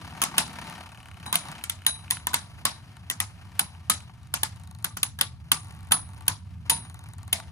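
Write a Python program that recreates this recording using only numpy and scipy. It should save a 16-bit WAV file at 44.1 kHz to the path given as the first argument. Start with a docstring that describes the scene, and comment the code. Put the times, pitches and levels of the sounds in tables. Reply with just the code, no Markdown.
"""Two spinning tops in a bowl

Two tops circle in a thin plastic bowl and knock rims. Each knock is a burst of teeth on teeth that shakes the
bowl and rings a metal weight ring, whose tones the spin splits in two, along with plastic rims. The tips scrape
as filtered grit, a loose part ticks once a turn, the bowl drums softly as low filtered noise. Two channels
carry it all in a small room, whose echo is noise that dies band by band."""
import sys
import numpy as np
from scipy import signal
from scipy.fft import rfft, irfft, next_fast_len
from scipy.io import wavfile

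SR = 44100
rng = np.random.default_rng(int(sys.argv[2]) if len(sys.argv) > 2 else 0)


def wav_record(signal):
    """Record a signal, one row per channel, as 16-bit PCM in the file named by sys.argv[1]."""
    frames = np.transpose(np.atleast_2d(signal))
    bounded = np.clip(frames, -1, 1)
    # unit amplitude maps onto the largest positive 16-bit level
    quanta = np.round(bounded * 32767).astype(np.int16)
    wavfile.write(sys.argv[1], SR, quanta)


N = 331191
T = np.arange(N) / SR

# Rotation of the slowing top: (time [s], turns so far [turns])
TURNS = [(0, .5), (.5308, 20), (.8077, 30), (1.085, 40), (1.2282, 45), (1.552, 56), (1.849, 66),
         (4.5601, 144), (4.7871, 150), (5.709, 174), (5.8707, 178), (6.1336, 184), (6.266, 187),
         (6.9437, 202), (7.2785, 209), (7.52, 214)]
# Tips on the bowl: (time [s], scrape level [dB], drumming level [dB])
TIPS = [(0.0, -51, -41.5), (0.35, -48, -41.5), (0.72, -47.5, -44), (0.85, -51.5, -48), (1.05, -57.5, -47),
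        (1.27, -54, -42), (1.4, -49, -46.5), (1.5, -47, -45), (1.84, -60, -47), (2.15, -54.5, -44),
        (2.45, -57.5, -44), (2.84, -56, -46.5), (3.57, -59, -44.5), (3.93, -59.5, -46), (4.85, -63.5, -44),
        (5.04, -71.5, -45), (5.6, -61, -44.5), (6.19, -59, -42), (6.59, -66.5, -43), (6.76, -53, -40.5),
        (6.92, -60.5, -43.5), (7.51, -60, -41.5)]
# Relative spectrum of the scraping grit: (frequency [Hz], level [dB per Hz])
SCRAPE_SPECTRUM = [(180, -16.5), (300, -9), (504, -12.5), (638, -4.5), (877, -1), (1740, -5), (1960, -6.5),
                   (3030, -3.5), (3470, -8), (4390, -6), (7380, -12), (9980, -10), (12200, -18),
                   (14000, -16.5), (16500, -37.5)]
# Relative spectrum of the drumming bowl: (frequency [Hz], level [dB per Hz])
DRUM_SPECTRUM = [(12, -62), (20, -42.5), (32, -30.5), (72, -2), (90, 5.5), (134, -4.5), (173, -8.5),
                 (334, -27.5), (372, -29), (414, -43), (500, -34), (650, -76.5), (1100, -120)]
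# Modes of the thin plastic bowl: (frequency [Hz], level [dB], t60 [s])
BOWL_MODES = [(156.1, -4.5, 0.36), (257, -6.5, 0.098), (754, 4.5, 0.041), (882, 3, 0.095),
              (940, 6.5, 0.029), (1160, 7, 0.048), (1360, -2.5, 0.039), (1483, 6.5, 0.021),
              (1855, 2, 0.031), (2010, 8, 0.013), (2350, -8, 0.025), (2920, -29.5, 0.022)]
# Spells in which the loose part rattles: (start [s], end [s], tick level [dB], rebound [dB re tick],
# rebound delay [turns], shell ring [dB re tick], jolt in the bowl [dB re tick], snap [dB re tick])
RATTLES = [(0.0, 0.5, -72, -16, 0.47, -9, -14, 6), (0.55, 0.68, -43.5, -6, 0.33, -14, -27, -1),
           (0.695, 1.266, -46, -23, 0.62, 6.5, -13, -2.5), (1.54, 1.618, -46, -10, 0.63, 8.5, -24, 8),
           (1.805, 1.855, -47, -7, 0.61, 9, -19, -4), (4.565, 4.846, -43, -15, 0.37, -16, -17.5, 1.5),
           (5.633, 5.914, -46, -0.5, 0.36, -19.5, -13.5, -10.5),
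           (6.09, 6.2, -45, -2.5, 0.22, -16, -11.5, -2.5), (6.248, 6.27, -44, -6, 0.77, -9, -12, -1),
           (6.89, 7.317, -40, -16, 0.39, -22, -17, -6)]
# The loose part between spells: (tick level [dB], rebound [dB re tick], rebound delay [turns],
# shell ring [dB re tick], jolt in the bowl [dB re tick], snap [dB re tick])
IDLE_TICK = (-77.5, 5, 0, 4.5, -16, 5.5)
# Relative spectrum of the slap: (frequency [Hz], level [dB per Hz])
SLAP_SPECTRUM = [(500, -26), (1000, -16.5), (2500, -28), (3800, 16), (4300, 10), (4900, 2.5), (5700, -2),
                 (6600, 14), (8000, 19), (12000, 9.5), (15000, 1.5), (16500, -26.5)]
# Light grazes of the rims that ring the shell: (time [s], level [dB], slap [dB re level],
# jolt in the bowl [dB re level])
GRAZES = [(0.124, -43, -15, -7), (0.15, -43, -17, -8), (0.1748, -36.5, -14, -12), (0.204, -43, -18, -23),
          (0.313, -44, -16, -6), (0.341, -37.5, -12, -3), (0.367, -28, -11, -17), (0.479, -36, 0, -24),
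          (0.531, -43, 3.5, -21), (0.699, -43, 7, -17), (1.453, -37, -4, -13.5), (1.485, -35, 0.5, -10.5),
          (1.516, -34, 0.5, -13), (2.0448, -40.5, -21, -26), (2.0794, -37, -18, -31),
          (2.1695, -25, -11, -28), (2.198, -38, -11, -25), (2.9679, -38, -7, -18), (3.0365, -53, -14, -11),
          (3.749, -42.5, -12, -16), (4.0039, -34.5, -10, -26), (4.095, -43.5, -21, -11.5),
          (4.231, -55, 1, -14), (4.271, -44, -4, -32), (6.208, -45, 4, -7.5), (6.85, -49, 4, -5),
          (7.4, -32.5, -3, -14)]
# Modes of a top's plastic shell, before dulling: (frequency [Hz], level [dB], t60 [s])
SHELL_MODES = [(1400, -9, .014), (1750, -9, .012), (2100, -8, .012), (2550, -4, .016), (2800, -6, .012),
               (3020, -3, .016)]
# Hub that a tick's jolt rings: (frequency [Hz], level [dB re jolt], t60 [s])
HUB = (1100, 7.5, 0.034)
# Knocks: (time [s], level [dB], rake of the teeth [ms], echo [dB re level], bowl thump [dB re level],
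# ring tones near 4, 9.5 and 10.2 kHz [dB re level, three columns],
# low body tone [Hz], its level [dB re level], high body tone [Hz], its level [dB re level],
# skid [dB re level])
KNOCKS = [(0.2167, -11, 2.6, -10, -16.5, -39, -42, -23, 1118, -19, 1510, -23, -33.5),
          (0.2238, -18, 4, -12, -19, -36, -42, -30, 1110, -22, 1900, -28, -40),
          (0.2367, -11.5, 3.4, -12.5, -21, -38, -46, -31, 1290, -24, 2160, -16, -37),
          (0.38, -6, 3.8, -9, -18, -32.5, -25, -19.5, 872, -24, 2540, -16, -33.5),
          (1.262, -31.5, 2.4, -10, -2.5, -14, -13.5, -28, 840, -13, 1440, -20, -22),
          (1.3267, -12.5, 2.8, -11, -16.5, -33, -29, -21, 1029, -12, 2650, -12, -38),
          (1.3401, -24, 5.5, -2.5, -5, -29, -22, -24, 960, -31, 1740, -20, -34),
          (1.3544, -7, 3.8, -16.5, -29, -34, -25, -22, 710, -21.5, 1900, -34, -54),
          (1.638, -21, 3.4, -14, -28, -37, -41, -28, 1384, -15, 2300, -10, -43),
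          (1.696, -14, 3.6, -16.5, -29, -33.5, -47, -27, 1360.0, -23, 2210, -20, -50),
          (1.8643, -6.5, 3.8, -15.5, -25, -20.5, -18.5, -10, 892, -35, 1840, -16, -47),
          (2.1034, -22, 2.5, -16, -22, -40, -40, -34, 960, -28, 1890, -10, -42),
          (2.1084, -6.5, 1.9, -16, -28, -37, -34.5, -20.5, 980, -38, 1926, -14.5, -44.5),
          (2.2692, -11, 2.2, -16.5, -20.5, -33, -47, -36, 986, -11.5, 1800, -13.5, -39),
          (2.3328, -26, 2.6, -10, -7, -40, -38, -42, 795, -29, 1500, -1, -45),
          (2.3411, -8.5, 3.5, -11, -19, -32, -29.5, -29, 957, -12, 2130, -12, -40),
          (2.652, -9, 3.6, -9, -16, -26, -26, -20, 1095, -12.5, 2620.0, -26, -34.5),
          (3.0989, -17, 4.1, -11, -18.5, -41, -44, -25.5, 860, -38, 1925, -9.5, -59),
          (3.1098, -25.5, 5, -17, -15, -38, -40, -30, 1130, -16, 1970, -1, -52),
          (3.2014, -13, 3.4, -12, -19, -44, -29, -23.5, 1270, -18, 1925, -10, -38),
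          (3.5921, -8, 5.1, -14, -19.5, -38, -37, -15, 1300, -21, 1520, -14.5, -51),
          (3.8976, -6, 4.4, -11, -20, -28.5, -30, -17, 1260, -12.5, 2080.0, -35.5, -38),
          (4.3387, -14, 3.9, -10.5, -15.5, -44, -32, -32, 1030.0, -22, 1410, -11.5, -40),
          (4.4316, -11, 4.5, -12.5, -20.5, -51, -41, -25, 874, -12, 1693, -12, -49),
          (4.8435, -13.5, 4.1, -14, -20.5, -38.5, -31, -18.5, 1175, -26, 1400, -15, -36.5),
          (4.9685, -26.5, 6.4, -8.5, -9.5, -44, -39, -37, 1050, -16, 1446, -6, -38),
          (5.0299, -8.5, 4, -18.5, -25.5, -39, -46.5, -19, 1170, -23.5, 2170, -30, -54),
          (5.188, -27, 3.3, -9.5, -14, -28, -34, -32, 1348, -10, 1650, -5, -33),
          (5.2106, -6.5, 3.8, -15, -24, -41, -45, -24, 1150, -25, 1960.0, -18, -41),
          (5.5162, -5, 4.7, -13, -21, -39.5, -23, -21, 1186, -16.5, 1496, -16.5, -41),
          (5.9095, -31, 5.4, -9, -0.5, -29.5, -22, -24, 1490, -5, 2640.0, -2, -35),
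          (5.918, -6, 6.8, -13, -18, -32.5, -19, -6, 1304, -18, 2450, -40, -39),
          (6.2796, -5.5, 4.3, -15, -23.5, -44, -34.5, -23.5, 989, -25, 1510, -22, -40.5),
          (6.6964, -7, 6, -9.5, -23, -25.5, -11, -10.5, 930, -22.5, 2450.0, -21, -34),
          (7.3272, -9.5, 5.9, -10.5, -24, -41, -29, -25, 680, -29, 2140, -18, -34)]
# Relative spectrum of teeth on teeth: (frequency [Hz], level [dB per Hz])
CRACK_SPECTRUM = [(240, -32.5), (400, -32), (2400, -2), (3070, 8), (5550, -9.5), (7940, 0), (10000, 3),
                  (11400, 4), (14100, -4.5), (15300, -5.5), (16500, -36.5)]
# Modes of the metal weight ring: (frequency [Hz], level [dB], t60 [s], waves round the ring [count],
# group of tones [0-2], lean to the upper split tone [-1 to 1])
METAL_MODES = [(3945, 1, .28, 1, 0, .3), (3915, 1, .3, 0, 0, 0), (4010, 1, .14, 1, 0, -.3),
               (3720, -8, .14, 1, 0, .3), (3040, -3, .15, 1, 0, .3), (4990, -8, .12, 1, 0, .3),
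               (9520, 0, .31, 3, 1, -.45), (9520, -15, .26, 0, 1, 0), (10165, 0, .18, 3, 2, .2),
               (10250, -8, .17, 0, 2, 0), (9990, -12, .15, 1, 2, .3), (6500, -24, .14, 1, 2, .3),
               (8700, -14, .1, 2, 2, .3), (13500, -14, .09, 2, 2, .3)]
# Modes of the plastic rims: (frequency [Hz], level [dB], t60 [s])
RIM_MODES = [(1690, -5, .09), (2090, -3, .09), (2620, -4, .1), (3140, -4, .1), (3480, -3, .09),
             (4400, -4, .09), (5050, -4, .09), (5670, -6, .08), (6250, -6, .07), (6760, -5, .08),
             (7860, -13, .05)]
# Relative spectrum of the echo: (frequency [Hz], level [dB per Hz])
ECHO_SPECTRUM = [(200, 3), (500, -16.5), (900, 1), (1500, 1.5), (3000, -3.5), (6000, -2.5), (10000, -1),
                 (13000, -14.5), (16500, -8)]
# Decay of the room's late tail: (frequency [Hz], t60 [s])
ROOM_T60 = [(200, 0.31), (530, 0.33), (1400, 0.24), (3700, 0.31), (9700, 0.19), (15000, 0.011)]
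# Colour of the channels: (frequency [Hz], left minus right [dB])
LEFT_BIAS = [(100, -.5), (300, 0), (800, 4), (1500, 1.5), (2750, 0), (3600, 3.5), (4500, 1), (5500, 2.5),
             (8500, 1.5), (10000, -.8), (16000, -.5)]

# The scrape is duller as the spin runs down; its hiss swings less than its body
SCRAPE_BRIGHT_DB, SCRAPE_DULLS_DB_PER_S, BRIGHT_PER_SCRAPE_DB = -6, 0.5, -0.34
REFERENCE_SCRAPE_DB = -55
# The tip digs in once a turn and eases off; less so as the top settles
THROB_EXTRA_DB, THROB_LATE_DB, THROB_FADE_S = 11, 7, 1.2
DRUM_BRIGHT_DB, DRUM_BRIGHT_PER_SCRAPE_DB = 3.5, 0.85  # a hard scrape drums higher
RATTLE_SWELL_S, RATTLE_FADE_S = 0.053, 0.043  # a spell swells before its start and dies after its end
GRAZE_SHELL_DB = -4.5  # re graze level
SHELL_RUB_S, SHELL_TOP_HZ = .0012, 3400  # a touch is a short rub; the shell sends out little above
# Per octave: the ring sinks as the top leans, from 1 s to SHELL_DULLEST_S; its tones waver by chance
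SHELL_DULLS_DB_PER_S, SHELL_DULLEST_S, SHELL_CHANCE_DB = 6, 2.1, 1.5
SNAP_HZ = (3600, 6400)  # part of the slap that sounds in both channels at once
BODY_LOW_T60_S, BODY_HIGH_T60_S = .055, .04
SKID_PER_S, SKID_FADE_S, SKID_IN_BOWL_DB = 220, 0.037, -15.5  # the tip hops after a knock
RING_ROUGH_DB = 2.5  # loose fit makes the low ring tones waver
RIM_DB, RIM_CHANCE_DB = -19, 6  # re echo; each knock favours other tones
# The first echoes die sooner (share of the room's t60), a weaker tail lingers
EARLY_SHARE, LATE_DB = 0.55, -8
BASS_LAG, TREBLE_LEAD, SPLIT_HZ = 6.5, 11.06, 6500  # right channel against left, in samples


def from_db(db):
    """Logarithmic level: 20 dB is a factor of ten in amplitude."""
    return np.exp(np.asarray(db) * (np.log(10) / 20))


def rms_one(x):
    """Normalisation: equal mean power, rms 1."""
    return x / np.sqrt(np.mean(x ** 2) + 1e-20)


def in_time(rows):
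    """Linear interpolation: the columns of a time table at every sample."""
    s, *columns = np.transpose(rows)
    return [np.interp(T, s, c) for c in columns]


def at_hz(points, hz):
    """Logarithmic pitch: a spectrum table is read on a log frequency axis."""
    points_hz, values = np.array(points).T
    return np.interp(np.log(hz + 1), np.log(points_hz), values)


def filtered(x, order, hz, kind):
    """Butterworth filtering: a maximally flat passband, applied causally."""
    return signal.sosfilt(signal.butter(order, hz, kind, fs=SR, output="sos"), x)


def colour(x, spectrum):
    """Minimum phase: folding the cepstrum makes a causal filter of the given spectrum, with unit energy."""
    size = 2 ** 14
    cepstrum = irfft(np.log(from_db(at_hz(spectrum, np.fft.rfftfreq(size, 1 / SR)))))
    cepstrum[1:size // 2] *= 2
    cepstrum[size // 2 + 1:] = 0
    response = irfft(np.exp(rfft(cepstrum)))[:size // 2]
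    return signal.fftconvolve(x, response / np.linalg.norm(response))[:N]


def drift(rate):
    """Slow random modulation: independent normal values, 2 * rate a second, joined by straight lines."""
    steps = T * rate * 2
    count = int(steps[-1]) + 2
    return np.interp(steps, np.arange(count), rng.standard_normal(count))


def ring(clicks, hz, t60):
    """Damped resonance: a unit click sets a decaying sine of initial height 1 ringing."""
    r, w = from_db(-60 / (t60 * SR)), 2 * np.pi * hz / SR
    return signal.lfilter([0, np.sin(w)], [1, -2 * r * np.cos(w), r * r], clicks + 1e-18)


def smear(x, fade_s, gain=1):
    """Exponential relaxation: each click becomes a decaying envelope."""
    return signal.lfilter([gain], [1, -np.exp(-1 / (fade_s * SR))], x)


def bowl(force):
    """Modal superposition: the thin plastic bowl rings in its modes, of alternating sign."""
    return sum((-1) ** k * from_db(db) * ring(force, hz, t60) for k, (hz, db, t60) in enumerate(BOWL_MODES))


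def scrape(turns, level_db, bright_db, bowl_db):
    """Friction noise: dense grit under a tip throbs with each turn, heard directly and through the bowl."""
    grit = rng.standard_normal(N) * from_db(2.8 * np.minimum(rng.exponential(1, N), 5))
    throb_db = THROB_LATE_DB + THROB_EXTRA_DB * np.exp(-T / THROB_FADE_S)
    grit = grit * from_db(throb_db * (.5 - turns % 1) + 2.8 * drift(55) + 2.5 * drift(5.6))
    above_boom = filtered(bowl(grit), 2, 600, "high")
    direct = rms_one(colour(grit, SCRAPE_SPECTRUM))
    both = rms_one(direct + from_db(bowl_db) * rms_one(above_boom))
    high = filtered(both, 2, 2000, "high")
    return from_db(level_db) * (both + (from_db(bright_db) - 1) * high)


def drumming(level_db, bright_db, apart_db):
    """Forced vibration: the bowl drums on the floor as low noise, nearly alike in both channels."""
    mid, side = (rms_one(colour(rng.standard_normal(N) * from_db(0.84 * drift(10.0)), DRUM_SPECTRUM))
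                 for _ in range(2))
    both = mid + from_db(apart_db) * side * [[1], [-1]]
    high = filtered(both, 3, 125, "high")
    return from_db(level_db) * (both - high + from_db(bright_db) * high)


def rattle_controls():
    """Linear cross-fading: the six tick settings glide from idle to each spell's values and back."""
    idle, change = np.array(IDLE_TICK)[:, None], 0
    shares = [np.interp(T, [start - RATTLE_SWELL_S, start, end, end + RATTLE_FADE_S], [0, 1, 1, 0])
              for start, end, *_ in RATTLES]
    for share, (_, _, *values) in zip(shares, RATTLES):
        change = change + share * (np.array(values)[:, None] - idle)
    return idle + change / np.maximum(sum(shares), 1)


def loose_part_hits(turns, rebound_db, late):
    """Periodic impact: the loose part hits once a turn and rebounds; strengths relative to the main tick."""
    hits = np.zeros(N)
    rebound_phase = turns - late + 0.067 * drift(8.4)
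    for level_db, phase in (0, turns), (rebound_db, rebound_phase):
        new_turn = np.diff(np.floor(phase), prepend=0) > 0
        hits += new_turn * from_db(level_db + 1.5 * rng.standard_normal(N))
    return hits


def shell_ring(touches):
    """Modal resonance: short rubs and clicks ring the plastic shell, which dulls as the top leans."""
    rub = rng.standard_normal(N) * smear(touches, SHELL_RUB_S, gain=.12)
    force = rub + .8 * touches
    dull_db = SHELL_DULLS_DB_PER_S * (1 - np.clip(T, 1, SHELL_DULLEST_S))
    shell = 0
    for k, (hz, db, t60) in enumerate(SHELL_MODES):
        tone_db = db + dull_db * np.log2(hz / 2500) + SHELL_CHANCE_DB * drift(30)
        shell = shell + (-1) ** k * ring(force * from_db(tone_db), hz, t60)
    return filtered(shell, 5, SHELL_TOP_HZ, "low")


def ticks_and_grazes(turns):
    """Impact excitation: ticks and grazes give a slap, a ring alike in both channels and a jolt to the bowl."""
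    tick_db, rebound_db, late, shell_db, jolt_db, snap_db = rattle_controls()
    hits = loose_part_hits(turns, rebound_db, late)
    s, db, slap_db, graze_jolt_db = np.transpose(GRAZES)
    grazes, graze_slaps, graze_jolts = touches = np.zeros((3, N))
    touches[:, np.round(s * SR).astype(int)] = from_db([db, db + slap_db, db + graze_jolt_db])
    slap = rng.standard_normal(N) * smear(hits * from_db(tick_db) + graze_slaps, 0.0017)
    slap = colour(slap, SLAP_SPECTRUM)
    shell = shell_ring(hits * from_db(tick_db + shell_db) + grazes * from_db(GRAZE_SHELL_DB))
    snap = from_db(snap_db) * filtered(slap, 2, SNAP_HZ, "band")
    jolt = hits * from_db(tick_db + jolt_db)
    hub_hz, hub_db, hub_t60 = HUB
    hub = ring(jolt * from_db(hub_db), hub_hz, hub_t60)
    return slap, shell + snap + hub, jolt + graze_jolts


def body(db, low_hz, low_db, high_hz, high_db, skid_db, chance):
    """Contact position: where the rims meet sets two plastic tones; the hopping tip keeps the low one rattling."""
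    span = np.arange(chance.shape[1]) / SR
    hops = (chance[0] < SKID_PER_S / SR) * (2 * chance[1] - 1) * 2 * from_db(db + skid_db)
    hops = hops * np.minimum(span / 0.011, 1) * np.exp(1.2 - span / SKID_FADE_S)
    blow = (span == span[40]) * from_db(db)
    low = ring(blow * from_db(low_db) + hops, low_hz, BODY_LOW_T60_S)
    high = ring(blow * from_db(high_db), high_hz, BODY_HIGH_T60_S)
    return low + high, hops * from_db(SKID_IN_BOWL_DB)


def whirl(clicks, hz, t60):
    """Complex resonance: a ringing mode as a decaying, turning wave."""
    pole = from_db(-60 / (t60 * SR)) * np.exp(2j * np.pi * hz / SR)
    return signal.lfilter([0, 1], [1, -pole], clicks + 1e-18)


def metal_ring(turns):
    """Rotational splitting: the standing wave turns with the ring, so its lobes sweep past the listener."""
    table, metal, waver = np.array(KNOCKS), 0, from_db(RING_ROUGH_DB * drift(45))
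    at = np.round(table[:, 0] * SR).astype(int) + 40
    for hz, db, t60, waves, group, lean in METAL_MODES:
        clicks = np.zeros(N)
        clicks[at] = from_db(table[:, 1] + table[:, 5 + group] + db + rng.normal(0, 2.55, len(at)))
        angle = 2 * np.pi * waves * (turns + rng.random())
        wave = whirl(clicks, hz, t60)
        tone = wave.imag * np.cos(angle) + lean * wave.real * np.sin(angle)
        metal = metal + tone * (waver if group == 0 else 1)
    return metal


def knocks(turns):
    """Impact of toothed rims: crack, body and metal ring, push on the bowl and strengths fed to the echo."""
    teeth, thump, sent, low_sent, plastic = np.zeros((5, N))
    span = np.arange(int(0.022 * SR)) / SR
    for s, db, rake_ms, echo_db, bowl_db, _, _, _, *tones in KNOCKS:
        start = round(s * SR)
        at = slice(start, start + len(span))
        # teeth rake past, then part
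        approach = np.minimum(span * 1000 / (0.38 * rake_ms), 1) ** 2
        contact = approach * np.exp(-(span * 1000 / rake_ms) ** 2)
        grit = rng.standard_normal(len(span)) * from_db(2.0 * rng.standard_normal(len(span)))
        burst = grit * contact
        burst *= np.linalg.norm(contact) / np.linalg.norm(burst) * from_db(db)
        teeth[at] += burst
        chance = rng.random((2, SR // 4))[:, :N - start]
        tail = slice(start, start + chance.shape[1])
        rung, hops = body(db, *tones, chance)
        plastic[tail] += rung
        thump[tail] += hops
        thump[at] += burst * from_db(bowl_db - 41.0)
        thump[start + 60] += from_db(db + bowl_db - 15.0)  # the blow itself
        low_sent[start] = from_db(db + bowl_db + 7.5)
        sent[start] = from_db(db + echo_db)
    return colour(teeth, CRACK_SPECTRUM) + metal_ring(turns) + plastic, thump, sent, low_sent


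def rims(strength):
    """Modal decay: the plastic rims ring on after a knock, each tone wavering as the tops turn."""
    rung = 0
    for hz, db, t60 in RIM_MODES:
        clicks = strength * from_db(RIM_DB + db + RIM_CHANCE_DB * drift(12))
        rung = rung + ring(clicks, hz, t60) * from_db(3.7 * drift(70))
    return rung


def echo(strength, low_strength, rattle_db, lumpy_db, flutter_db):
    """Diffuse decay: bowl, walls and uneven loose parts as noise dying by band, alike in both channels in the
    bass."""
    out, white = np.zeros((2, N)), rng.standard_normal((2, 2, N)) * from_db(rattle_db * drift(90))
    for k, low in enumerate(150 * 2 ** np.arange(0, 6.8, .4)):
        source = low_strength if low < 1600 else strength
        fed = source * from_db(lumpy_db * drift(12))  # each knock has its own colour
        keep = from_db(-120 / SR / at_hz(ROOM_T60, low * 1.04))  # power kept per sample
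        swell = signal.lfilter([.015], [1, -.985], fed ** 2 + 1e-18)  # swells, then dies
        early = signal.lfilter([1], [1, -keep ** (1 / EARLY_SHARE)], swell)
        late = from_db(2 * LATE_DB) * signal.lfilter([1], [1, -keep], swell)
        noise = white[k % 2] if low > 250 else white[k % 2, 0]
        noise = filtered(noise, 2, [low, low * 2 ** (2 / 5)], "band")
        level = from_db(at_hz(ECHO_SPECTRUM, low * 1.24) + flutter_db * drift(60))
        out = out + noise * (level * np.sqrt(early + late))
    return out


def through(x, response):
    """Linear filtering: a complex response of frequency multiplies the spectrum."""
    size = next_fast_len(N + 2000)
    return irfft(rfft(x, size) * response(np.fft.rfftfreq(size, 1 / SR)), size)[..., :N]


def right_channel(hz):
    """Phase shift between channels: the right channel has the bass later, and the treble earlier and inverted."""
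    treble = 1 / (1 + (SPLIT_HZ / (hz + 1)) ** 12)
    turn = -2j * np.pi * hz / SR
    return (1 - treble) * np.exp(turn * BASS_LAG) - treble * np.exp(-turn * TREBLE_LEAD)


def channels(x):
    """Stereo pair: one near sound in both channels, the right one shifted in phase."""
    return np.array([x, through(x, right_channel)])


def scene():
    """Superposition: tops, bowl and room add linearly."""
    turns, = in_time(TURNS)
    scrape_db, drum_db = in_time(TIPS)
    harder_db = scrape_db - REFERENCE_SCRAPE_DB
    bright_db = SCRAPE_BRIGHT_DB - SCRAPE_DULLS_DB_PER_S * T + BRIGHT_PER_SCRAPE_DB * harder_db
    drum_bright_db = DRUM_BRIGHT_DB + DRUM_BRIGHT_PER_SCRAPE_DB * harder_db
    # one top spins a little slower
    first_tip = scrape(turns * 0.91, scrape_db + 2.0, bright_db, bowl_db=-31.0)
    second_tip = scrape(turns, scrape_db - 0.5, bright_db, bowl_db=-3.0)
    drum = drumming(drum_db, drum_bright_db, apart_db=-11.5)
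    slap, shell, jolt = ticks_and_grazes(turns)
    clack, thump, sent, low_sent = knocks(turns)
    near = channels(clack + slap + bowl(thump + jolt) + first_tip)
    near = near + shell + rims(sent) + second_tip * from_db([[1.5], [-1.5]])
    tails = echo(sent, low_sent, rattle_db=1.5, lumpy_db=2.2, flutter_db=2.8)
    return near + tails + drum


def record(dry):
    """Transducer response: the channels differ in colour, peaks are rounded, the top is cut at 16.9 kHz."""
    biased = through(dry, lambda hz: from_db(at_hz(LEFT_BIAS, hz) * np.array([[.5], [-.5]])))
    rounded = .82 * np.tanh(biased / .82)
    return signal.sosfilt(signal.cheby2(14, 70, 16900, fs=SR, output="sos"), rounded)


dry = scene()
out = record(dry)
wav_record(out)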